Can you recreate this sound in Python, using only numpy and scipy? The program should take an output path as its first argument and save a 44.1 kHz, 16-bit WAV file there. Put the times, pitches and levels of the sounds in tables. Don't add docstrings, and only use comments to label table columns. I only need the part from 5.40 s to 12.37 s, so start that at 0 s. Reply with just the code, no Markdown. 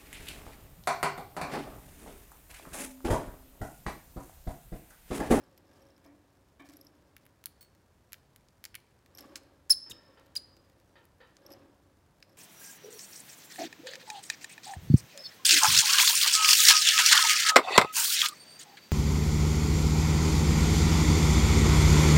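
import sys
import numpy as np
from scipy import signal
from scipy.fft import rfft, irfft
from scipy.io import wavfile

SR = 44100
rng = np.random.default_rng(int(sys.argv[2]) if len(sys.argv) > 2 else 0)


def waveform_to_disk(signal):
    frames = np.transpose(np.atleast_2d(signal))
    scaled = np.clip(frames, -1, 1) * 32767
    samples = np.round(scaled).astype(np.int16)
    wavfile.write(sys.argv[1], SR, samples)


N = 307377
TIME = np.arange(N) / SR


def from_db(db):
    return 10 ** (np.asarray(db) / 20)


def rms_one(x):
    return x / np.sqrt(np.mean(x ** 2) + 1e-20)


def at_hz(points, hz):
    f, value = np.transpose(points)
    return np.interp(np.log(hz + 1e-9), np.log(f), value)


def add(out, s, sound):
    i = max(0, round(s * SR))
    out[i:i + len(sound)] += sound[:max(0, N - i)]


def noise(spectrum):
    hz = np.arange(N // 2 + 1) * SR / N
    white = rfft(rng.standard_normal(N))
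    return rms_one(irfft(white * from_db(at_hz(spectrum, hz)), N))


def cut(x, hz, kind, order=2):
    sos = signal.butter(order, hz, kind, fs=SR, output="sos")
    return signal.sosfilt(sos, x + 1e-18)


def resonate(x, modes):
    out = 0
    for k, (hz, width_hz, db) in enumerate(modes):
        r = np.exp(-np.pi * width_hz / SR)
        poles = [1, -2 * r * np.cos(2 * np.pi * hz / SR), r * r]
        gain = (-1) ** k * from_db(db) * (1 - r * r) / 2
        out = out + gain * signal.lfilter([1, 0, -1], poles, x + 1e-18)
    return out


def dying(s, decay_s):
    return (TIME >= s) * np.exp(-np.clip((TIME - s) / decay_s, 0, 50))


def swell(s, rise_s, settle_s):
    distance = np.maximum((s - TIME) / rise_s, (TIME - s) / settle_s)
    return np.exp(-np.minimum(distance, 50))


# t/s, snap level/dB, woody body/dB re snap, bright edge/dB re snap
PECK_ROWS = [(.1773, -58.5, -0.5, 3.5), (1.7659, -58, 11.5, 10), (1.854, -72.5, 11, 14),
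             (1.8644, -67.5, 12.5, 12.5), (2.2283, -57, -2, 6), (2.961, -55.5, 1.5, 6),
             (3.0859, -58, -6, -16), (3.661, -60.5, 3.5, -3), (3.7839, -46, -5.5, -8),
             (3.9579, -32.5, -10, -22), (4.2992, -36.5, -17, 1), (4.7972, -61, -6, -4.5),
             (4.9538, -42, -10, 0), (5.1675, -59.5, -0.5, -5), (5.6534, -66, 0, 9.5),
             (5.9682, -51, -7, -13), (6.8261, -57, 11.5, -23.5)]
# snap t/s, snap level/dB, woody body/dB re snap, bright edge/dB re snap,
# touch lead/s, touch/dB re snap, touch edge/dB re touch, release lag/s
BITE_ROWS = [(2.0579, -35.5, -10, 7, 0.018, -16.5, 3, 0.01), (2.7312, -40, -2, 4.5, 0.0098, -19, 12, 0.011),
             (3.2526, -35.5, -8.5, -3.5, .0119, -8.5, 4, 0.0064),
             (3.3528, -40, 1.5, 5, .0088, -14, -2, .0056)]
TOUCH_BODY_DB = 11.5
RELEASE_DB, RELEASE_BODY_DB, RELEASE_EDGE_DB = -17, 14, -1
NIBBLES_PER_S, NIBBLE_DB = 1.2, -66


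def beak_contacts():
    rows = list(PECK_ROWS)
    for s, snap_db, body_db, edge_db, before_s, touch_db, touch_edge_db, after_s in BITE_ROWS:
        rows += [
            (s - before_s, snap_db + touch_db, body_db + TOUCH_BODY_DB, touch_edge_db),
            (s, snap_db, body_db, edge_db),
            (s + after_s, snap_db + RELEASE_DB, body_db + RELEASE_BODY_DB, edge_db + RELEASE_EDGE_DB),
        ]
    nibble_s = TIME[rng.random(N) < NIBBLES_PER_S / SR]
    return rows + [(s, NIBBLE_DB, 0, 0) for s in nibble_s]


# f/Hz, width/Hz, level/dB
CLICK_BODY = [(1550, 570, 0.5), (2300, 380, 4.5), (2870, 830, -0.5)]
CLICK_SNAP = [(4240, 1000, -0.48), (6730, 2200, -0.52)]
CLICK_EDGE = [(10880, 2300, 1.3), (14700, 4000, -2.5)]


def beak(crumble_db=-23, crumble_s=0.0029, body_lag_s=0.00023):
    out, t = np.zeros(N), TIME[:SR // 20]
    for s, snap_db, body_db, edge_db in beak_contacts():
        force = from_db(crumble_db) * rng.standard_normal(len(t)) * np.exp(-t / crumble_s)
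        force[0] = 1
        for modes, db, lag_s in [(CLICK_BODY, body_db, body_lag_s), (CLICK_SNAP, 0, 0), (CLICK_EDGE, edge_db, 0)]:
            part = resonate(force, modes)
            unit = np.sqrt(SR / 1000 / np.sum(part ** 2))
            add(out, s + lag_s, part * from_db(snap_db + db) * unit)
    return cut(out, 1100, "high", order=3)


# t/s, opening rasp/s, whistle/s, top f/Hz, tone level/dB before trim,
# fade at end/dB, rasp level/dB, croak level/dB before trim
CHIRP_ROWS = [(4.2963, 0.0057, 0.037, 5337, -9, 36, -35, -55.5),
              (4.498, .0115, 0.0137, 3760, -38, 6, -47, -61),
              (4.956, .0063, .0205, 5000, -23, 26.5, -44.5, -38.5)]
HARMONIC_DB = [-1, -8.5, -17.5]
# f/Hz, relative density/dB per Hz
RASP_SPECTRUM = [(1000, -18.5), (1700, -1.5), (3000, -23.5), (4500, -3), (7000, 5), (11000, -3.5),
                 (16000, -1.5)]
ARCH_TOP, ARCH_OCTAVES = .3, 1.3
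WHISTLE_ATTACK = 0.11
TREMOR_HZ, TREMOR_GROWTH = 194, 1
RASP_FADE_DB_PER_S = 426
CROAK_RATIO, CROAK_FALL_OCTAVES = .52, 0.78


def chirps(jitter=0.0063, jitter_hz=1500, trim_db=-1, full_db=-19, drive_share=0.91):
    out, rasp = np.zeros(N), noise(RASP_SPECTRUM)
    waver, flutter = [rms_one(cut(row, jitter_hz, "low")) for row in rng.standard_normal((2, N))]
    rough_jitter, rough_shimmer = .15, .7
    for s, opening_s, length_s, top_hz, top_db, fade_db, first_rasp_db, croak_db in CHIRP_ROWS:
        on = (TIME >= s) & (TIME <= s + opening_s + length_s)
        t = TIME[on] - s - opening_s
        hz, whistle_db = arch(t, length_s, top_hz, top_db, fade_db)
        croak_hz = CROAK_RATIO * top_hz * 2 ** (-CROAK_FALL_OCTAVES * t / opening_s)
        hz = np.where(t < 0, croak_hz, hz)
        whistle_db = np.where(t < 0, croak_db, whistle_db)
        rasp_db = first_rasp_db - RASP_FADE_DB_PER_S * np.maximum(t, 0)
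        rough = from_db(np.minimum(rasp_db - whistle_db, 0))
        pitch_hz = hz * (1 + (jitter + rough_jitter * rough) * waver[on])
        strength = from_db(whistle_db + trim_db) * (1 + rough_shimmer * rough * flutter[on])
        drive = from_db(drive_share * np.minimum(whistle_db - full_db, 0))
        phase = 2 * np.pi * np.cumsum(pitch_hz) / SR
        whistle = sum(from_db(db) * drive ** k * np.sin((k + 1) * phase)
                      for k, db in enumerate(HARMONIC_DB))
        out[on] += strength * whistle + from_db(rasp_db) * rasp[on]
    return out


def arch(t, length_s, top_hz, top_db, fade_db):
    progress = t / length_s
    hz = top_hz * 2 ** (-ARCH_OCTAVES * (progress - ARCH_TOP) ** 2)
    ramps = np.clip(np.minimum(progress, 1 - progress) / WHISTLE_ATTACK, 1e-3, 1)
    release = np.maximum(progress - WHISTLE_ATTACK, 0) / (1 - WHISTLE_ATTACK)
    depth = np.clip(TREMOR_GROWTH * (progress - ARCH_TOP) / (1 - ARCH_TOP), 0, .5)
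    tremor = 1 + depth * np.cos(2 * np.pi * TREMOR_HZ * t)
    return hz, top_db + 20 * np.log10(ramps * tremor) - fade_db * release ** 2


# t/s of most effort, rise/s, settling/s, foot rub level/dB,
# scratch level/dB, chain slip level/dB before trim
MOVE_ROWS = [(.02, 0.13, 0.13, -63.5, -76, -60), (.38, 0.25, .34, -62.5, -75, -60),
             (1.36, 0.11, 0.6, -67, -80, -69), (3.831, 0.065, 0.19, -54, -68.5, -58),
             (4.54, 0.16, 0.92, -64.5, -86.5, -85.5), (6.11, 0.089, 0.15, -55, -70.5, -54.5),
             (6.9, 0.073, .2, -67, -87.5, -63)]
REST_RUB_DB, REST_SCRATCH_DB = -84, -80.5


def movement(scratch_power=2.06):
    rub, claws = from_db(REST_RUB_DB) ** 2, from_db(REST_SCRATCH_DB) ** 2
    for s, rise_s, settle_s, rub_db, scratch_db, _ in MOVE_ROWS:
        effort = swell(s, rise_s, settle_s)
        rub = rub + (from_db(rub_db) * effort) ** 2
        claws = claws + (from_db(scratch_db) * effort ** scratch_power) ** 2
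    return np.sqrt(rub), np.sqrt(claws)


SLIPS_PER_S, SLIP_LEAD_S = 92, 0.0088


def small_slips(spread_db=2.5, effort_db=22):
    rows = []
    for s, rise_s, settle_s, _, _, slip_db in MOVE_ROWS:
        effort = swell(s - SLIP_LEAD_S, rise_s, settle_s)
        born = rng.random(N) < SLIPS_PER_S * effort / SR
        db = slip_db + effort_db * (effort - 1) + spread_db * rng.standard_normal(N)
        rows += zip(TIME[born], db[born])
    return rows


# t/s, level/dB before trim, brightness/dB per octave
SLIP_ROWS = [(.18, -52, 0), (0.504, -56, -20), (.565, -57.5, -10), (.6621, -55, 3), (1.3204, -56, 14),
             (1.3693, -43, 9), (1.4121, -42, 3), (1.4488, -52, 10), (1.4685, -45, -3), (3.7503, -42, 1.5),
             (3.774, -40, 1), (3.7884, -39, -6), (3.8075, -38.5, 2), (6.0643, -40, -6), (6.1201, -42.5, -1),
             (6.1268, -44, -3), (6.1359, -43, -2), (6.827, -42.5, -33)]
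# f/Hz, width/Hz, level/dB
LINK_MODES = [(5200, 160, 5), (5720, 270, -3.5), (11450, 240, -0.5), (12400, 340, -10.5),
              (8050, 9500, -25.5)]


def chain(slip_s=.0011, trim_db=-11, small_tilt_db=-4):
    out, t = np.zeros(N), TIME[:SR // 20]
    slips = SLIP_ROWS + [(s, db, small_tilt_db) for s, db in small_slips()]
    for s, db, tilt_db in slips:
        modes = []
        for hz, width_hz, mode_db in LINK_MODES:
            octaves = np.log2(hz / LINK_MODES[0][0])
            modes.append((hz * rng.normal(1, .012), width_hz, mode_db + tilt_db * octaves))
        scrape = rng.standard_normal(len(t)) * t * np.exp(-t / slip_s)
        tick = resonate(scrape, modes)
        add(out, s - slip_s, tick * from_db(db + trim_db) / np.std(tick[:SR // 200]))
    return out


# f/Hz, relative density/dB per Hz
SCRATCH_SPECTRUM = [(700, -23), (1500, 2), (3000, -3.5), (5000, -0.5), (8000, -4.5), (12000, -9),
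                    (16000, -9)]
# f/Hz, level/dB, t60/s
LINK_RING = [(4400, -59.5, 0.26), (8400, -60, 0.16), (10965, -66, 0.15), (14850, -55, 0.083),
             (15528, -52, 0.093)]
PING_S = 2.209


def ping(contact_db=-63, contact_s=0.022):
    ring = 0
    for hz, db, t60_s in LINK_RING:
        envelope = from_db(db) * dying(PING_S, t60_s / np.log(1000))
        ring = ring + envelope * np.sin(2 * np.pi * hz * TIME)
    return ring + from_db(contact_db) * dying(PING_S, contact_s) * noise(SCRATCH_SPECTRUM)


# t/s, level/dB, decay/s, contact cut-off f/Hz, after-hum drive/dB
KNOCK_ROWS = [(0.651, -56.5, 0.062, 895, -55.5), (1.195, -50, 0.047, 6000, -70),
              (1.288, -55.5, 0.076, 150, -52.5)]
# f/Hz, width/Hz, level/dB
CAGE_RING = [(287, 13, 10), (667, 30, 2), (762, 58, -6.5), (950, 70, -8), (1115, 120, -8), (1750, 44, -5),
             (1900, 19, -8), (2280, 140, -7), (2425, 52, -7), (3060, 160, -15), (3900, 500, -26)]


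def cage(rub, hum_swell_s=0.0062, hum_decay_s=0.11, rub_share_db=-4, rub_lag_s=0.16):
    lowest = CAGE_RING[:1]
    narrow = resonate(resonate(rng.standard_normal(N), lowest), lowest)
    phase = np.angle(signal.hilbert(narrow))
    hum = 0
    for s, *_, hum_db in KNOCK_ROWS:
        hum = hum + from_db(hum_db) * (dying(s, hum_decay_s) - dying(s, hum_swell_s))
    hum = hum + from_db(rub_share_db) * cut(rub, 1 / (2 * np.pi * rub_lag_s), "low", order=1)
    return rattles([knock[:-1] for knock in KNOCK_ROWS], CAGE_RING) + hum * np.cos(phase)


def rattles(blows, modes):
    force = 0
    for s, db, decay_s, hz in blows:
        rattle = cut(rng.standard_normal(N), hz, "low", order=1)
        unit = np.std(resonate(rattle[:SR], modes))
        force = force + from_db(db) * dying(s, decay_s) * rattle / unit
    return cut(resonate(force, modes), 5500, "low")


# t/s, level/dB, decay/s, contact cut-off f/Hz
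TAP_ROWS = [(4.46, -63.5, 0.34, 3010), (4.772, -57.5, 0.042, 2970), (5.555, -56, 0.05, 3000),
            (5.803, -55.5, 0.068, 3510)]
# f/Hz, width/Hz, level/dB
TAP_RING = [(478, 71, -4), (950, 94, -6), (1335, 104, -6.5), (1800, 105, -3.5), (2460, 310, -14.5),
            (3070, 180, -11), (3550, 94, -13), (3840, 67, -9), (4700, 400, -15.5)]


def taps():
    return rattles(TAP_ROWS, TAP_RING)


# f/Hz, width/Hz, level/dB
PERCH_RING = [(172, 60, -9.5), (235.7, 35, -2.5), (302, 40, 2.5), (395, 99, -4), (552.4, 36, 3),
              (790, 140, -9.5), (1132, 140, -10), (1660, 190, -13), (2770, 2600, -23.5)]


def shuffle(strength):
    lumps_db = 3 * np.tanh(rms_one(cut(rng.standard_normal(N), 70, "low")))
    rub = rng.standard_normal(N) * from_db(lumps_db)
    return strength * rms_one(cut(resonate(rub, PERCH_RING), 4500, "low"))


# t/s, level/dB, decay/s
DRAG_ROWS = [(0.356, -71, 0.016), (.642, -69, 0.014), (1.198, -63, 0.0092), (1.247, -63, 0.034),
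             (1.289, -63, 0.027), (1.328, -60, 0.0074), (3.785, -50.5, 0.012), (3.956, -41.5, 0.011),
             (6.825, -65.5, 0.0085)]


def scratch(claws):
    grains_db = 4.5 * rms_one(cut(rng.standard_normal(N), 140, "low"))
    pressure = claws + sum(from_db(db) * dying(s, decay_s) for s, db, decay_s in DRAG_ROWS)
    return pressure * rms_one(from_db(grains_db) * noise(SCRATCH_SPECTRUM))


# t/s, level/dB, decay/s
THUD_ROWS = [(4.503, -52, 0.033)]


def thuds(body_hz=90, width_hz=110):
    body = resonate(rng.standard_normal(N), [(body_hz, width_hz, 0)])
    body = rms_one(cut(body, 4 * body_hz, "low"))
    return body * sum(from_db(db) * dying(s, decay_s) for s, db, decay_s in THUD_ROWS)


# f/Hz, t60/s
ROOM_DECAY = [(200, 0.99), (2000, 0.76), (5000, 0.54), (10000, 0.18), (16000, 0.15)]


def room(x, tail_db=-19, early_db=-18, early_s=0.02, gap_s=0.00073):
    t, edges_hz = TIME[:SR], np.geomspace(100, 20000, 9)
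    white, hz = rfft(rng.standard_normal(SR)), np.arange(SR // 2 + 1)
    tail = 0
    for lo, hi in zip(edges_hz, edges_hz[1:]):
        band = irfft(white * ((hz >= lo) & (hz < hi)), SR)
        t60_s = at_hz(ROOM_DECAY, np.sqrt(lo * hi))
        tail = tail + band * np.exp(-np.log(1000) * t / t60_s)
    early = rng.standard_normal(SR) * np.exp(-t / early_s)
    response = from_db(tail_db) * rms_one(tail) + from_db(early_db) * rms_one(early)
    response = response * (t > gap_s) / np.sqrt(SR)
    return signal.fftconvolve(x, response)[:N]


# f/Hz, relative density/dB per Hz
AIR_SPECTRUM = [(15, -42), (25, -6.5), (66, 3), (102, 1.5), (229, -5.5), (560, -10), (840, -13.5),
                (962, -11.5), (1070, -15.5), (1650, -18.5), (2610, -25), (5140, -28.5), (8590, -31.5),
                (14800, -35), (16000, -38.5)]
AIR_DB = -66
HUM_HZ, HUM_DB = 92, -75.5


def background(hum_width_hz=8):
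    hum = rms_one(resonate(rng.standard_normal(N), [(HUM_HZ, hum_width_hz, 0)]))
    return from_db(AIR_DB) * noise(AIR_SPECTRUM) + from_db(HUM_DB) * hum


def scene():
    rub, claws = movement()
    toy = beak() + chain() + ping()
    bird = chirps() + shuffle(rub) + scratch(claws) + thuds()
    near = toy + bird + cage(rub) + taps()
    return (near + room(near) + background())[None]


CUTOFF_HZ = 15800


def record(dry):
    steep = signal.ellip(10, .1, 70, CUTOFF_HZ, fs=SR, output="sos")
    return signal.sosfilt(steep, cut(dry, 38, "high"))


dry = scene()
out = record(dry)
waveform_to_disk(out)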